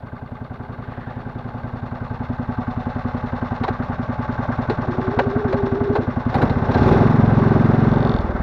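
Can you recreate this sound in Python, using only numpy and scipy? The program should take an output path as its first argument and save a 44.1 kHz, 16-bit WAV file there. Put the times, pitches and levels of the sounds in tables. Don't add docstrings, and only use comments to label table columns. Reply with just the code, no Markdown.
import sys
import numpy as np
from scipy import signal
from scipy.fft import rfft, irfft, next_fast_len
from scipy.io import wavfile
from scipy.ndimage import map_coordinates

SR = 44100
rng = np.random.default_rng(int(sys.argv[2]) if len(sys.argv) > 2 else 0)


def voltage_ratio(level):
    return 10 ** (np.asarray(level, float) / 20)


def generate_wav(sig):
    pcm = np.round(np.clip(np.atleast_2d(sig).T, -1, 1) * 32767).astype(np.int16)
    wavfile.write(sys.argv[1], SR, pcm)


N = 371322

# (time [s], four-stroke cycles per second [Hz])
CYCLE_RATE = [(0, 10.467), (.5, 10.658), (1.5, 10.502), (1.9, 10.833), (2.1, 10.555), (2.6, 10.536),
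              (3, 10.793), (3.6, 10.715), (4.1, 10.059), (4.9, 10.129), (5.4, 10.949), (5.9, 11.315),
              (6.23, 10.853), (6.32, 9.817), (6.35, 12.723), (6.5, 14.076), (6.53, 18.533), (6.68, 13.489),
              (6.8, 18.947), (7.13, 22.914), (7.22, 21.616), (8.09, 22.495), (8.24, 19.556), (8.42, 18.598)]
# (time [s], driven [0 = idle putt, 1 = driven thump], firing [0-1])
CHARACTER = [(0, 0.27, 1), (6.299, 0.21, 1), (6.449, 0.8, 0.8), (6.75, 0.4, 0.7), (6.95, 0.84, 0.89),
             (8.11, 0.92, 1), (8.135, 0.89, .08), (8.42, 1, 0.06)]
# (time [s], nearness [dB, 0 = aboard], level of the tunnel's hum [dB])
NEARNESS = [(0, -12, -48), (.8, -9, -44.5), (1.7, -6, -44.5), (2.4, -3.5, -51.5), (2.8, -2, -50),
            (3.6, 0, -51), (4.0, -1, -49.5), (4.4, 1, -47.5), (5.2, 1, -35), (5.6, 0.5, -40.5),
            (6.0, -0.5, -30), (6.2, -0.5, -46)]
# (time [s], strain over idle [dB])
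DRIVE_STRAIN = [(6.28, 0), (6.39, 6.5), (6.46, 6), (6.54, 3), (6.66, 4.5), (6.78, 9), (6.91, 11), (7.05, 8),
                (7.2, 5.5), (7.45, 6), (7.9, 5.5), (8.12, 4.5), (8.2, 2), (8.42, 0)]


def unit(x):
    return x / np.sqrt(np.mean(x ** 2) + 1e-20)


def curves(rows):
    s, *columns = np.transpose(rows)
    return [np.interp(np.arange(N) / SR, s, column) for column in columns]


def wobble(rate):
    knots = rng.standard_normal(int(N * rate / SR) + 4)
    return map_coordinates(knots, [np.arange(N) * rate / SR])


def filtered(x, response):
    m = next_fast_len(len(x) + SR // 4)
    return irfft(rfft(x, m) * response(np.fft.rfftfreq(m, 1 / SR)), m)[:len(x)]


def resonant(x, modes):
    def response(f):
        total = 0
        for k, (centre, width, db) in enumerate(modes):
            mode = 1j * f * width / (centre * centre - f * f + 1j * f * width)
            total = total + (-1) ** k * voltage_ratio(db) * mode
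        return total
    return filtered(x, response)


def coloured(x, points):
    hz, db = np.transpose(points)
    return filtered(x, lambda f: voltage_ratio(np.interp(np.log(f + 1), np.log(hz), db)))


def muffled(x, hz):
    return filtered(x, lambda f: 1 / (1 + 1j * f / hz) ** 4 * (1 + 1j * f / 700))


def struck(times, sizes, hz, t60, rise):
    t = np.arange(SR // 5) / SR
    kicks = np.zeros(N + SR)
    at = np.clip(np.round(times * SR).astype(int), 0, N + 1)
    np.add.at(kicks, at, sizes * (times > 0))
    ring = np.sin(2 * np.pi * hz * t) * voltage_ratio(-60 * t / t60) * (1 - np.exp(-t / rise))
    return signal.fftconvolve(kicks[:N], ring)[:N]


def crank():
    start_cycle = 0.58
    return start_cycle + np.cumsum(curves(CYCLE_RATE)[0]) / SR


def stroke_times(share):
    done = crank()
    targets = np.arange(int(done[-1]) + 1) + share
    return np.interp(targets, done, np.arange(N) / SR, left=-1, right=N / SR + 1)


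def part_levels():
    # (base level [dB], dB per dB of nearness, dB per dB of strain, fully driven adds [dB])
    parts = dict(tunnel=(0.5, 0.5, 1.72, 11), cowl=(-32, 0.96, 0.97, 0.5), block=(-36, 0.99, 0.81, 2.5),
             valves=(-50.5, 0.87, 1.24, -2), chain=(-64.5, 1.25, 1.26, -0.5), air=(-79, 0.3, 1.4, 8),
             shudder=(-37.5, 0.64, 1.35, 5.5))
    near, hum_db = curves(NEARNESS)
    strain, driven = curves(DRIVE_STRAIN)[0], curves(CHARACTER)[0]
    levels = {}
    for name, (base, per_near, per_strain, per_driven) in parts.items():
        levels[name] = base + per_near * near + per_strain * strain + per_driven * driven
    levels["tunnel"] = levels["tunnel"] + hum_db
    return levels


def exhaust():
    # (time [s], level [dB])
    exhaust_level = [(0, -23), (.8, -21), (1.3, -19), (2.0, -17), (2.3, -15.5), (4.0, -16), (5.2, -13.5),
                     (6.2, -12.5), (6.39, -11), (6.46, -5), (6.53, -13), (6.59, -8.5), (6.65, -14),
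                     (6.72, -8), (6.84, -5.5), (6.9, -11.5), (6.96, -5.5), (7.2, -5), (7.7, -6.5),
                     (7.9, -6), (8.12, -11), (8.25, -17), (8.42, -16)]
    # (delay after the firing mark [ms], pitch [Hz], relative pressure, t60 [s], rise [s])
    putt = [(-10.2, 125, -.6, .025, .001), (-6.6, 110, 1, .045, .001), (-4.6, 116, .55, .12, .001),
            (-3.3, 243, 1.4, .12, .0015), (-2, 408, .24, .08, .003)]
    thump = [(-9, 130, -1.6, .025, .004), (-4.9, 155, 6, .022, .006), (4.3, 210, 7.2, .021, .006)]
    # (share of the cycle, gain per unit of 2.5 - driven [dB], gain per unit of driven [dB])
    intake = (.34, -2, -17)
    # (pitch [Hz], level [dB], t60 [s])
    airbox = [(123.4, 5, 0.066), (259, -21.5, 0.012)]
    shade_until_s, shade_db = 2.3, -6.5

    gulp_share, idle_db, driven_db = intake
    fire, gulp = stroke_times(0), stroke_times(gulp_share)
    s, driven, firing = np.transpose(CHARACTER)
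    driven, firing = np.interp(fire, s, driven), np.interp(fire, s, firing)
    scatter_db = rng.standard_normal((len(fire), len(putt + thump) + 1))

    out = np.zeros(N)
    for k, (ms, hz, pressure, t60, rise) in enumerate(putt + thump):
        if k < len(putt):
            weight = 1 - driven
        else:
            weight = driven * (firing if ms < 0 else 1)
        if hz == 243:
            weight = weight * voltage_ratio(shade_db * (fire < shade_until_s))
        out += struck(fire + ms / 1000, weight * pressure * voltage_ratio(scatter_db[:, k]), hz, t60, rise)
    out += struck(fire + 0.00082, 2.1 * driven * (1 - firing), 65, 0.07, 0.0026)
    breath = voltage_ratio(idle_db * (2.5 - driven) + driven_db * driven + 0.65 * scatter_db[:, -1])
    for hz, db, t60 in airbox:
        out += struck(gulp - 0.0035, breath * voltage_ratio(db), hz, t60, rise=0.0012)
    return muffled(voltage_ratio(curves(exhaust_level)[0]) * out, hz=2900)


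def rattle_noise(cycles, repeat, count):
    drift_s = 1.474
    since = np.round((cycles % 1) / curves(CYCLE_RATE)[0] * SR).astype(int)
    age = np.arange(N) / SR / drift_s
    k, turn = age.astype(int), age % 1 * np.pi / 2
    habits = rng.standard_normal((count, k[-1] + 2, since.max() + 1))
    alike = np.cos(turn) * habits[:, k, since] + np.sin(turn) * habits[:, k + 1, since]
    return np.sqrt(repeat) * alike + np.sqrt(1 - repeat) * rng.standard_normal((count, N))


def firing_blast(cycles, driven):
    lead_s, width_s = 0.004, 0.012
    speed = curves(CYCLE_RATE)[0]
    since_s = ((cycles + lead_s * speed) % 1) / speed
    height = voltage_ratio(-8 + 1.6 * curves(DRIVE_STRAIN)[0]) * driven
    return 1 + height * np.exp(-(since_s / width_s) ** 2)


def treble_spits():
    # (time [s], amplitude [dB], decay to 1/e [ms])
    hisses = [(6.342, -56, 22.3), (6.415, -58.5, 32), (6.496, -71, 14)]
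    envelope = np.zeros(N)
    for s, db, ms in hisses:
        late_ms = 1000 * (np.arange(N) / SR - s)
        envelope += voltage_ratio(db) * (late_ms > 0) * np.exp(-(late_ms / ms) ** 2)
    return envelope


def moving_parts():
    # (share of the cycle, cowl [dB], block [dB], valves [dB])
    strokes = [(0, -7.5, 2, -4), (0.06, 2, -0.5, -4), (.12, -1.5, -2, -6.5), (.2, -2, 0.5, -1),
               (.28, -5, 1, 2.5), (0.329, 3, 3.5, 3), (.38, -4, 0.5, 1), (.44, -1.5, 2, 2),
               (.58, -1.5, 0, -0.5), (0.661, -4, -1.5, 0.5), (.76, -10, -4.5, -3.5),
               (0.839, 0.5, 1.5, -0.5), (.93, 1, -0.5, -3), (1, -3, -0.5, -1.5)]
    # (centre [Hz], width [Hz], level [dB])
    tunnel_modes = [(292.5, 78, -2.5), (386.4, 76, 1), (468.4, 82, -2.5)]
    # (centre [Hz], width [Hz], level [dB])
    cowl_modes = [(519.5, 79, -1), (617, 62.5, 1.5), (734, 80, 1), (852, 66, 1.5), (967, 130, -6)]
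    # (centre [Hz], width [Hz], level [dB])
    block_modes = [(1009, 120, -2.5), (1138, 120, 3.5), (1373, 260, -2), (1559, 86, 1.5), (1780, 160, -9.5),
                   (2103, 236, -12)]
    # (frequency [Hz], gain [dB])
    valve_spectrum = [(2100, -16), (2300, -4), (2500, -1), (2870, -3.5), (3100, -11), (3250, -6),
                      (3600, -2), (4040, -6.5), (4400, -8), (4800, -14.5), (5200, -38.5)]
    # (frequency [Hz], density [dB per Hz])
    chain_spectrum = [(4500, -32.5), (4900, 1), (5400, 3.5), (6170, -5), (6800, -10), (7300, -11),
                      (7800, -43)]
    # (frequency [Hz], density [dB per Hz])
    air_spectrum = [(7600, -29), (8300, -4.5), (8700, -1), (9700, -3), (10600, 2), (12200, 0.5),
                    (13500, -10), (15500, -19.5)]
    # (frequency [Hz], density [dB per Hz])
    shudder_spectrum = [(12, -44.5), (20, -14), (59, 0.5), (113, -1), (135, -0.5), (179, -2.5), (246, -1),
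                        (330, -23.5), (430, -50.5), (730, -120)]

    cycles, level = crank(), part_levels()
    driven = curves(CHARACTER)[0]
    idle = 1 - driven
    share, *shapes = np.transpose(strokes)
    contrast = 0.5 + 1.13 * idle
    cowl, block, valves = (
        unit(voltage_ratio(contrast * np.interp(cycles % 1, share, db) + 1.3 * wobble(90))) for db in shapes)
    blast = firing_blast(cycles, driven)
    hiss = rattle_noise(cycles, repeat=0.61 * (0.3 + 0.81 * idle), count=7)
    hiss[2] *= voltage_ratio(1.6 * wobble(900))

    out = voltage_ratio(level["tunnel"]) * unit(resonant(resonant(cowl * hiss[4], tunnel_modes), tunnel_modes))
    out += voltage_ratio(level["cowl"]) * unit(muffled(resonant(cowl * hiss[0], cowl_modes), hz=2480))
    out += voltage_ratio(level["block"]) * unit(muffled(resonant(block * hiss[1], block_modes), hz=3520))
    valve_gain = voltage_ratio(level["valves"] - 2.1 * driven) * blast ** 0.4
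    out += valve_gain * unit(coloured(valves * hiss[2], valve_spectrum))
    chain_gain = voltage_ratio(level["chain"] - 1.5 * driven) * blast ** 0.4
    out += chain_gain * unit(coloured(valves * hiss[5], chain_spectrum))
    air_gain = voltage_ratio(level["air"] - 9) * blast + treble_spits()
    out += air_gain * unit(coloured(block ** 1.5 * hiss[6], air_spectrum))
    out += voltage_ratio(level["shudder"]) * unit(coloured(hiss[3], shudder_spectrum))
    return out


def block_rings():
    # (share of the cycle, pitch [Hz],
    # level over block noise when aboard [dB], t60 [s], further dB per dB of nearness)
    seatings = [(0.825, 1565, 7, .07, -0.6), (.93, 860, 12, .035, 1.4), (.94, 1130, 20, 0.02, .7),
                (.94, 560, 9.5, 0.02, -1), (.305, 1170, 12.5, 0.03, -1), (0.31, 4420, -12.5, 0.025, -1.2),
                (0.28, 3640, -9.5, 0.015, .35), (0.46, 2100, 0, 0.017, -1.5), (0.55, 1100, 7.5, 0.018, 2.7)]
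    block_db = part_levels()["block"]
    near = curves(NEARNESS)[0]
    idle = 1 - curves(CHARACTER)[0]
    out = np.zeros(N)
    for share, hz, db, t60, grows in seatings:
        at = stroke_times(share)
        scatter = rng.standard_normal((len(at), 2))
        late_s, blows = 0.0006 * scatter[:, 0], voltage_ratio(1.5 * scatter[:, 1])
        gain = voltage_ratio(block_db + db + grows * near) * (0.26 + 0.54 * idle)
        out += gain * struck(at + late_s, blows, hz, t60, rise=0.0019)
    return out


def piston_shake():
    order_levels = [-9, -16.5, -7.5]
    cycles, shudder_db = crank(), part_levels()["shudder"]
    out = np.zeros(N)
    for order, db in enumerate(order_levels, 2):
        out += voltage_ratio(shudder_db + db) * np.sin(2 * np.pi * order * cycles)
    return out


def cowl_panels():
    # (time [s], gain [dB])
    panel_swell = [(2.3, -67), (2.55, -23.5), (3.1, -25.5), (3.3, -42), (3.5, -66)]
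    ring = voltage_ratio(curves(panel_swell)[0]) * struck(stroke_times(0.0506), 0.71, 742, 0.2, rise=0.0091)
    idle = 1 - curves(CHARACTER)[0]
    hum = unit(resonant(rng.standard_normal(N), [(854.6, 15, 0)]))
    return muffled(ring + voltage_ratio(part_levels()["cowl"] - 8.5) * idle * hum, hz=2380)


def clunks():
    # (time [s], steel peak [dB], body over steel before a 2.5 dB cut [dB],
    # loudest body ring [Hz], scrape decay to 1/e [ms])
    contacts = [(3.634, -30, 14, 1000, 15), (3.678, -35, 21, 760, 14), (4.695, -28, 16, 420, 18),
                (5.188, -31, 22, 532, 15), (5.524, -35, 21, 546, 16), (5.952, -34, 21, 590, 20),
                (6.2956, -42, 11, 620, 15), (6.340, -28.5, 15, 804, 22), (6.414, -32, 19, 454, 22),
                (6.4941, -33, 13, 721, 16), (6.7411, -30.5, 14, 720, 14)]
    # (centre [Hz], width [Hz], level [dB])
    casing_modes = [(384, 136, 3), (458, 105, 3.5), (715, 31, -16.5), (830, 138, 2), (1120, 53, -2),
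                    (1464, 520, -10)]
    # (centre [Hz], width [Hz], level [dB])
    steel_modes = [(2500, 350, -7), (3950, 670, 5), (5140, 2200, -5.5), (6900, 1000, -8.5),
                   (8700, 850, -14.5), (11000, 2500, -12)]
    t = np.arange(SR // 8) / SR
    bodies, steels = np.zeros(N + SR), np.zeros(N + SR)
    for s, db, body_db, hz, ms in contacts:
        envelope = (1 - np.exp(-t / 0.0018)) * np.exp(-(1000 * t / ms) ** 2)
        scrape = rng.standard_normal((2, len(t))) * envelope
        loudest = [(hz, 140, 4.5)]
        body = resonant(scrape[0], casing_modes) + resonant(resonant(scrape[1], loudest), loudest)
        steel = resonant(resonant(scrape[1], steel_modes), steel_modes)
        body_size = np.sort(abs(body))[-SR // 400]
        start = round(s * SR)
        bodies[start:start + len(t)] += voltage_ratio(db + body_db - 2.5) * body / body_size
        steels[start:start + len(t)] += voltage_ratio(db) * steel / abs(steel).max()
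    return muffled(bodies[:N], hz=2470) + steels[:N]


def loose_steel():
    # (time [s], level [dB])
    tick_swell = [(7.78, -60), (7.85, -38), (7.95, -24.5), (8.13, -24), (8.19, -28), (8.21, -70)]
    scatter_db = 3
    s = np.concatenate([stroke_times(share) for share in (0.43, 0.92)])
    db = np.interp(s, *np.transpose(tick_swell), left=-120, right=-120)
    db = db + scatter_db * rng.standard_normal(len(s))
    low = struck(s, voltage_ratio(db), 3600, 0.008, rise=0.0003)
    high = struck(s, voltage_ratio(db - 5), 4250, 0.008, rise=0.0004)
    return low + high


def gear_motor():
    on_s, off_s, edge_s, spin_up_s = 4.86, 6.005, 0.018, 0.6
    start_hz, top_hz = 362.6, 422.4
    start_db, top_db = -29, -18.5
    t = np.arange(N) / SR
    up = 1 - np.exp(-np.clip(t - on_s, 0, None) / spin_up_s)
    hz = start_hz + (top_hz - start_hz) * up
    waver = 1 + 0.01787 * wobble(14) + 0.0157 * wobble(35) + 0.0284 * wobble(150)
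    phase = 2 * np.pi * np.cumsum(hz * waver) / SR
    gate = np.clip(np.minimum(t - on_s, off_s - t) / edge_s, 0, 1)
    db = start_db + (top_db - start_db) * up
    return gate * voltage_ratio(db + 2.2 * wobble(45)) * (np.sin(phase) + 0.066 * np.sin(2 * phase))


def boot_in_snow():
    # (centre time [s], level [dB], half length [s])
    step = (1.015, -49, 0.2)
    # (centre [Hz], width [Hz], level [dB])
    snow_modes = [(1780, 140, 4.5), (3800, 1000, -18)]
    s, db, half_s = step
    swell = voltage_ratio(db + 1.9 * wobble(59.5)) * np.exp(-((np.arange(N) / SR - s) / half_s) ** 4)
    return swell * unit(muffled(resonant(rng.standard_normal(N), snow_modes), hz=4500))


def scene():
    engine = exhaust() + moving_parts() + block_rings() + piston_shake() + cowl_panels()
    gearing = clunks() + loose_steel() + gear_motor()
    return (engine + gearing + boot_in_snow())[None]


def roll_off(x):
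    return signal.sosfilt(signal.butter(12, 15720, fs=SR, output="sos"), x)


def record(dry):
    # (frequency [Hz], gain [dB])
    recording_response = [(5, -30.5), (22, -6.5), (32, 2.5), (55, 0.5), (7300, -2.0), (7950, -10.5),
                          (8300, -2.5), (12500, -4.5), (13300, -15.5)]
    wet = coloured(dry[0], recording_response) + voltage_ratio(-78.5) * rng.standard_normal(N)
    wet = wet / (1 + abs(wet / 1.15) ** 8) ** (1 / 8)
    return roll_off(wet[None])


dry = scene()
out = record(dry)
generate_wav(out)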